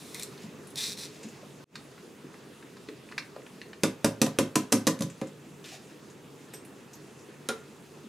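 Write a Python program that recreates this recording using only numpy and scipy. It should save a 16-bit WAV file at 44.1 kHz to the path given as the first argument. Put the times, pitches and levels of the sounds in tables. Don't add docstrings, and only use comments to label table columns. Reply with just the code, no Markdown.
import sys
import numpy as np
from scipy import signal
from scipy.io import wavfile

SR = 44100
rng = np.random.default_rng(int(sys.argv[2]) if len(sys.argv) > 2 else 0)


def wrap_up_sound(samples):
    columns = np.atleast_2d(samples).T
    tamed = np.clip(columns, -1, 1)
    steps = np.round(tamed * 32767).astype(np.int16)
    wavfile.write(sys.argv[1], SR, steps)


def how_loud(loudness_db):
    steps = np.asarray(loudness_db, float) / 20
    return 10 ** steps


N = 356328
T = np.arange(N) / SR
EDGES = 30 * 2 ** np.arange(0, 9.4, .5)
MID_SIDE = np.array([[1], [-1]])


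def rms_one(x):
    return x / np.sqrt(np.mean(x ** 2) + 1e-20)


def at_hz(points, hz):
    points_hz, values = np.transpose(points)
    return np.interp(np.log(hz), np.log(points_hz), values)


def drift(rate):
    r = np.exp(-80 * np.pi * rate / SR)
    slow = signal.lfilter([1], [1, -2 * r, r * r], rng.standard_normal(N // 40 + 2002))
    slow = rms_one(slow[2000:])
    return np.interp(np.arange(N) / 40, np.arange(len(slow)), slow)


def band(x, low_hz, high_hz, order=2):
    sos = signal.butter(order, [low_hz, min(high_hz, .48 * SR)], "band", fs=SR, output="sos")
    return signal.sosfilt(sos, x)


def resonance(x, hz, width):
    r = np.exp(-np.pi * width / SR)
    return signal.lfilter([(1 - r * r) / 2, 0, (r * r - 1) / 2],
                          [1, -2 * r * np.cos(2 * np.pi * hz / SR), r * r], x)


def strike(times, dbs, modes, spread_db, detune, rise):
    out, t = np.zeros(N + 9000), np.arange(9000) / SR
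    hz, mode_db, t60 = np.repeat(modes, 2, axis=0).T[:, :, None]
    mode_db = mode_db - 5 * (np.arange(len(hz))[:, None] % 2)
    luck = rng.standard_normal((len(times), 3, len(hz), 1))
    for s, db, (strong, off, phase) in zip(times, dbs, luck):
        decay = how_loud(mode_db + spread_db * strong - 60 * t / t60)
        rings = decay * np.sin(2 * np.pi * hz * (1 + detune * off) * t + 4 * phase)
        body = rings.sum(axis=0) * (1 - np.exp(-t / rise))
        out[int(s * SR):][:len(t)] += how_loud(db) * body / np.abs(body).max()
    return out[:N]


def add_burst(out, s, db, low_hz, high_hz, t60, rise, order=2):
    t = np.arange(6000) / SR
    noise = rms_one(band(rng.standard_normal(len(t)), low_hz, high_hz, order=order))
    burst = how_loud(db - 60 * t / max(t60, .003)) * (1 - np.exp(-t / rise)) * noise
    i = int(s * SR)
    out[i:i + len(t)] += burst[:N - i]


def strokes(rows):
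    out = np.zeros(N)
    for s, attack, hold, t60, db in rows:
        swell = np.clip((T - s) / max(attack, 1e-4), 0, 1) ** 2
        out += swell * how_loud(db - 60 * np.maximum(T - s - attack - hold, 0) / t60)
    return out


def banded_noise(spectrum, patchy_db):
    # f/Hz, correlation [0-1]
    likeness = [(60, 0.83), (240, 0.95), (950, 0.61), (3770, 0.77), (15000, 0.71)]
    out, white = 0, rng.standard_normal((2, 2, N))
    for k, (low, high) in enumerate(zip(EDGES, EDGES[1:])):
        mid, side = band(white[k % 2], low, high)
        hz = np.sqrt(low * high)
        alike = np.clip(at_hz(likeness, hz), 0, 1)
        gain = how_loud(at_hz(spectrum, hz) + patchy_db * drift(9.3))
        out = out + gain * (np.sqrt(1 + alike) * mid + np.sqrt(1 - alike) * side * MID_SIDE)
    return rms_one(out)


def hum():
    # f/Hz, level/dB
    hum_spectrum = [(36, -15), (75, -19), (140, -4.5), (400, -4), (570, -15.5), (1130, -17), (8990, -30.5),
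                    (16500, -44)]
    # f/Hz, width/Hz, level/dB
    whines = [(146.3, 2.5, -53), (215, 40, -52.5), (400, 30, -52), (2620, 180, -62.5), (6300, 470, -64),
              (7140, 590, -66.5), (12500, 300, -71)]
    white = rng.standard_normal(N)
    whine = 0
    for hz, width, db in whines:
        whine = whine + how_loud(db) * rms_one(resonance(white, hz, width)) * how_loud(2.0 * drift(3.8))
    rumble_cut = signal.butter(4, 68, "high", fs=SR, output="sos")
    broad = signal.sosfilt(rumble_cut, banded_noise(hum_spectrum, patchy_db=1.8))
    return (how_loud(-40.5) * broad + whine) * how_loud([[-.3], [.3]])


def kitchen(x):
    # f/Hz, t60/s
    room_t60 = [(100, 0.31), (300, 0.32), (1000, 0.29), (4000, 0.2), (14000, 0.19)]
    # f/Hz, level/dB
    room_db = [(100, -11), (500, -10), (3000, -7), (14000, -7)]
    # f/Hz, share [0-1]
    sideways = [(100, 0.029), (500, 0.28), (3000, 0.4), (14000, 0.58)]
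    t, tail = np.arange(SR // 2) / SR, 0
    for low, high in zip(EDGES[::2], EDGES[2::2]):
        shared, own = band(rng.standard_normal((2, len(t))), low, high)
        decay = how_loud(-60 * t / at_hz(room_t60, low) + at_hz(room_db, low))
        tail = tail + (shared + at_hz(sideways, low) * own * MID_SIDE) * decay
    tail = tail * (1 - np.exp(-(t / 0.00067) ** 2))
    return signal.fftconvolve(x[None], tail / np.sqrt(SR / 100), axes=1)[:, :N]


def rubbing():
    # f/Hz, level/dB
    skin = [(470, -31), (800, -22), (1950, 1), (2600, 2), (4460, -3.5), (4800, 4.5), (10700, -13),
            (16000, -7)]
    # start t/s, attack/s, hold/s, release t60/s, level/dB
    rubs = [(.3, 0.13, .005, 0.17, -45), (.616, 0.0037, .005, .25, -56), (1.045, .005, 0.006, 0.37, -44.5),
            (1.09, 0.027, 0.21, 1, -52.5), (1.228, .004, 0.0045, 0.11, -47), (5.638, .004, 0.11, 0.17, -39),
            (5.75, 0.074, 0.14, .2, -53.5)]
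    grains = rng.standard_normal((2, N)) * how_loud(2.0 * drift(80))
    colour = 0
    for k, (low, high) in enumerate(zip(EDGES[9:], EDGES[10:])):
        colour = colour + how_loud(at_hz(skin, np.sqrt(low * high))) * band(grains[k % 2], low, high)
    return rms_one(colour) * strokes(rubs)


def handling():
    # t/s, peak level/dB, f/Hz, bright edge over the peak/dB
    taps = [(0.376, -46, 2140, -3), (1.7548, -22, 1770, -11.5), (1.9789, -35, 1990, -29),
            (2.3414, -34.5, 1780, -35), (2.6249, -36.5, 2220, -27), (2.7685, -36, 1510, -14),
            (2.8863, -27, 1790, -19.5), (3.0886, -36.5, 2120, -22), (3.114, -34.5, 1340, -13),
            (3.1216, -28, 1830, -27), (3.1795, -14, 1730, -14), (3.3618, -29, 1180, -23.5),
            (3.4176, -38, 1790, -24), (3.4645, -34.5, 2300, -31), (3.6151, -29, 2140, -14.5),
            (3.7313, -29, 2140, -21)]
    # t/s, peak level/dB, f/Hz, dull body over the peak/dB
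    ticks = [(0.6706, -48, 8800, -11), (0.703, -50, 9250, -11), (1.2308, -45, 6150, 3.5),
             (1.2854, -50, 6300, 3), (5.0985, -45.5, 6470, 4.5), (5.2705, -49, 6600, 4),
             (6.0995, -51.5, 6140, -7), (6.536, -42.5, 7540, 9), (6.649, -47.5, 9500, 4),
             (6.9325, -45, 5800, -9), (7.1894, -53, 5070, -3)]
    # t/s, peak level/dB, f/Hz, t60/s
    bumps = [(0.019, -40, 228, 0.17), (0.178, -42, 184, 0.17), (0.435, -31.5, 175, 0.17),
             (0.88, -35, 172, 0.11), (1.248, -30.5, 236, 0.12), (1.429, -43, 573, 0.1),
             (1.599, -44, 332, 0.1), (2.24, -26.5, 298, 0.064), (2.885, -35, 366, 0.17),
             (3.361, -31, 525, 0.085), (6.536, -35, 400, 0.08), (8.035, -42, 220, 0.33)]
    # t/s, peak level/dB, f/Hz, t60/s
    sparks = [(0.146, -38, 2200, 0.14), (.2, -39, 2280, 0.13), (5.642, -34.5, 3570, 0.057),
              (5.72, -36, 733, 0.19), (6.539, -38.5, 5670, 0.13), (6.538, -50, 1100, 0.054),
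              (6.934, -39, 13500, .04), (6.95, -40, 12500, 0.059), (3.1788, -18, 2160, 0.025),
              (3.18, -28, 5440, .07)]
    out = np.zeros(N)
    both = [(s, db, hz, db + edge_db, 3800, 0.031) for s, db, hz, edge_db in taps]
    both += [(s, db + body_db, 2250, db, hz, 0.057) for s, db, hz, body_db in ticks]
    for s, db, hz, edge_db, edge_hz, t60 in both:
        add_burst(out, s, db, hz / 1.66, hz * 1.36, t60, .0004)
        add_burst(out, s, edge_db + 8, edge_hz, edge_hz * 1.21, 1.46 * t60, .0003, order=1)
    for s, db, hz, t60 in bumps:
        add_burst(out, s, db + 5.5, hz / 1.26, hz * 1.19, t60, 0.29 / hz)
    for s, db, hz, t60 in sparks:
        add_burst(out, s, db, hz / 1.1, hz * 1.07, t60, .0005)
    return out


def glassware():
    # t/s, peak level/dB
    straw_drop = [
        (7.488, -13),
    ]
    # f/Hz, level/dB, t60/s
    straw_modes = [(229.5, -3, 0.11), (429, -4, 0.13), (444, 1, 0.18), (484, -7, 0.046), (539, -6.5, 0.12),
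                   (757, -12, 0.11), (1350, 0, 0.076), (1390, 0.5, 0.14), (1480, 0.5, 0.061),
                   (2460, -23, .04)]
    # t/s, peak level/dB
    lid_clink = [
        (6.535, -39),
    ]
    # f/Hz, level/dB, t60/s
    glass_modes = [(8200, -4, 0.22), (12880, -2, 0.14)]
    (s, db), (clink_s, clink_db) = straw_drop[0], lid_clink[0]
    out = strike([s, s + 0.0055], [db + 2.5, db + 1.5], straw_modes, 0.73, 0.0162, 0.00089)
    out = out + strike([clink_s], [clink_db + 10], glass_modes, 0, 0.0035, .0003)
    add_burst(out, s, db - 12, 300, 1700, .16, .001)
    add_burst(out, s, db - 2.5, 3000, 4300, .025, .0002)
    add_burst(out, s, db - 7.0, 1700, 6000, .06, .0001)
    add_burst(out, s, db - 7.5, 3000, 11000, .03, .0001)
    add_burst(out, s, db + 5.0, 2500, 12000, .003, .00003, order=1)
    return out


def creak():
    # start t/s, attack/s, hold/s, release t60/s, level/dB
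    twists = [
        (.75, 0.028, 0.029, 0.24, -34),
        (0.818, 0.016, 0.096, 0.061, -37.5),
        (0.966, 0.0061, 0.084, .07, -41),
    ]
    twist_s = (.195, 0.13)
    # at the start/Hz, at the end/Hz
    slips_per_s = [(330.3, 150), (250, 140)]
    # start t/s, attack/s, hold/s, release t60/s, level/dB
    drag = [
        (0.0, 0.00056, 0.18, .9, -48.5),
        (.14, .005, 0.062, .15, -49),
    ]
    # t/s, peak level/dB
    slips = [(0.1446, -20), (0.196, -21.5), (0.2144, -30), (0.2239, -22.5), (0.2319, -19.5), (0.7572, -21)]
    # f/Hz, width/Hz, level/dB
    thread = [(2300, 740, -1.5), (4900, 700, 3), (5630, 1000, 3), (7550, 560, 2.5), (9240, 1800, 1.5),
              (12000, 1400, 0.5), (14200, 1400, 2)]
    # loose f/Hz, tight f/Hz
    grip_hz = (3600, 3920)
    tightens_s = (0.85, 0.82)
    tight_share = (0.054, .75)
    # start t/s, end t/s
    damped_s = (.855, 0.9)

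    speed = []
    for (s, *_), length, (fast, slow) in zip(twists[::2], twist_s, slips_per_s):
        speed += [(s, fast), (s + 0.41 * length, fast), (s + length, slow)]
    rate = np.interp(T, *np.transpose(speed)) * how_loud(.4 * drift(60))
    turns = np.cumsum(rate) / SR
    beats = np.diff(np.floor(turns), prepend=0) * how_loud(1.5 * rng.standard_normal(N))
    grind = signal.lfilter([1], [1, -.96], beats) * rng.standard_normal(N)
    snaps = band(beats, 2500, 7000, order=1)
    chatter = .7 * rms_one(snaps) + .35 * rms_one(grind) + .6 * rng.standard_normal(N)
    drive = chatter * strokes(twists) * how_loud(6.5)
    drive = drive + strokes(drag) * how_loud(6.5) * rng.standard_normal(N)
    for s, db in slips:
        add_burst(drive, s, db + 1.5, 3000, 14000, .016, .0001, order=1)

    tight = np.where(T < twists[0][0], .6, np.interp(T, tightens_s, tight_share))
    tight = np.clip(tight, 0, 1)
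    grip = resonance(drive * (1 - tight), grip_hz[0], 340) + resonance(drive * tight, grip_hz[1], 420)
    out = how_loud(8.5 + np.interp(T, damped_s, (0, -1.5))) * grip
    for k, (hz, width, db) in enumerate(thread):
        out = out + (-1) ** k * how_loud(db) * resonance(drive, hz, width)
    return out


def knocks():
    # crack/dB, shine/dB, wall ring/dB
    rim_knocks = [(3.8343, -16.5, 5.5, 1, 1), (4.0446, -18.5, 6, 5.5, 3.5), (4.2157, -15, 5, 5, -2.5),
                  (4.2636, -35.5, 11, 8.5, 9), (4.3867, -17.5, 5, 3.5, 1.5), (4.5553, -20, -6, 4, 1.5),
                  (4.557, -24, 12, 8, 2), (4.7209, -23.5, 0, 8.5, -2), (4.7246, -14, 3, 5.5, -0.5),
                  (4.8688, -17.5, 4.5, 4.5, -1.5), (4.8742, -24.5, 9.5, 10, 4), (4.99, -39, 3, 2, -11),
                  (5.007, -30.5, 2, 4.5, 0), (5.0212, -30, 3.5, 5, -8), (5.214, -29, -0.5, -11, 1.5)]
    # f/Hz, level/dB, t60/s
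    counter_modes = [(110.8, -9.5, 0.3), (143.3, -4, 0.2), (166.7, -0.5, 0.22), (207.6, 5, 0.19)]
    # f/Hz, level/dB, t60/s
    boom_modes = [(233.6, -0.5, 0.14), (260, 3.5, 0.081), (275, -3.5, 0.086), (309.8, 1.5, 0.11),
                  (372, -14.5, 0.21)]
    # f/Hz, level/dB, t60/s
    wall_modes = [(444, 0, 0.14), (531.5, -5.5, 0.13), (541.4, 5.5, 0.12), (578, -0.5, 0.077),
                  (647, -8.5, 0.079), (757, -12, 0.13), (982, -5.5, 0.1), (1194, -8.5, 0.05)]
    # f/Hz, level/dB, t60/s
    lid_modes = [(6136, 2, 0.021), (7450, -12, 0.0079)]
    s, boom_db, crack_db, shine_db, wall_db = np.transpose(rim_knocks)
    crack_db, shine_db, wall_db = boom_db + crack_db, boom_db + shine_db, boom_db + wall_db
    thud_db = -26 + 0.3 * (boom_db + 23.5)
    out = strike(s, thud_db + 8.5, counter_modes, 0.98, 0.017, 0.0038)
    out = out + strike(s, boom_db + 11, boom_modes, 0.73, 0.024, 0.0014)
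    out = out + strike(s, wall_db + 8.5, wall_modes, 0.42, 0.025, 0.00099)
    out = out + strike(s, shine_db - 1.5, lid_modes, 1.3, 0.017, 0.00031)
    for at, crack, shine, wall, boom in zip(s, crack_db, shine_db, wall_db, boom_db):
        add_burst(out, at, wall + 0.5, 480, 1350, .09, .001)
        add_burst(out, at, boom - 5, 150, 380, .13, .002)
        add_burst(out, at, crack + 4.5, 1200, 4800, .015, .0002)
        add_burst(out, at, shine + 6, 4600, 12500, .025, .0005)
        add_burst(out, at, crack - 11.5, 1200, 4800, .12, .003)
        add_burst(out, at, shine - 7.0, 4600, 12000, .1, .003)
    return out


def scene():
    blows = knocks() + glassware()
    hands = handling() + creak() + rubbing()
    direct = blows * how_loud([[-.5], [.5]]) + hands * how_loud([[.1], [-.1]])
    picked_up = band(direct + kitchen(blows + hands), 61, 10900)
    return picked_up + hum()


def roll_off(x):
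    return signal.sosfilt(signal.butter(12, 16810, fs=SR, output="sos"), x)


def record(dry):
    # t/s, gain/dB
    level_ride = [
        (0, -7.5),
        (1.642, -9),
        (1.644, -51),
        (1.70, -26.5),
        (1.751, -12),
        (1.78, -10),
    ]
    s, db = np.transpose(level_ride)
    top_cut = signal.cheby2(10, 60, 17100, fs=SR, output="sos")
    mix = signal.sosfilt(top_cut, dry) * how_loud(np.interp(T, s, db))
    return roll_off(mix)


dry = scene()
out = record(dry)
wrap_up_sound(out)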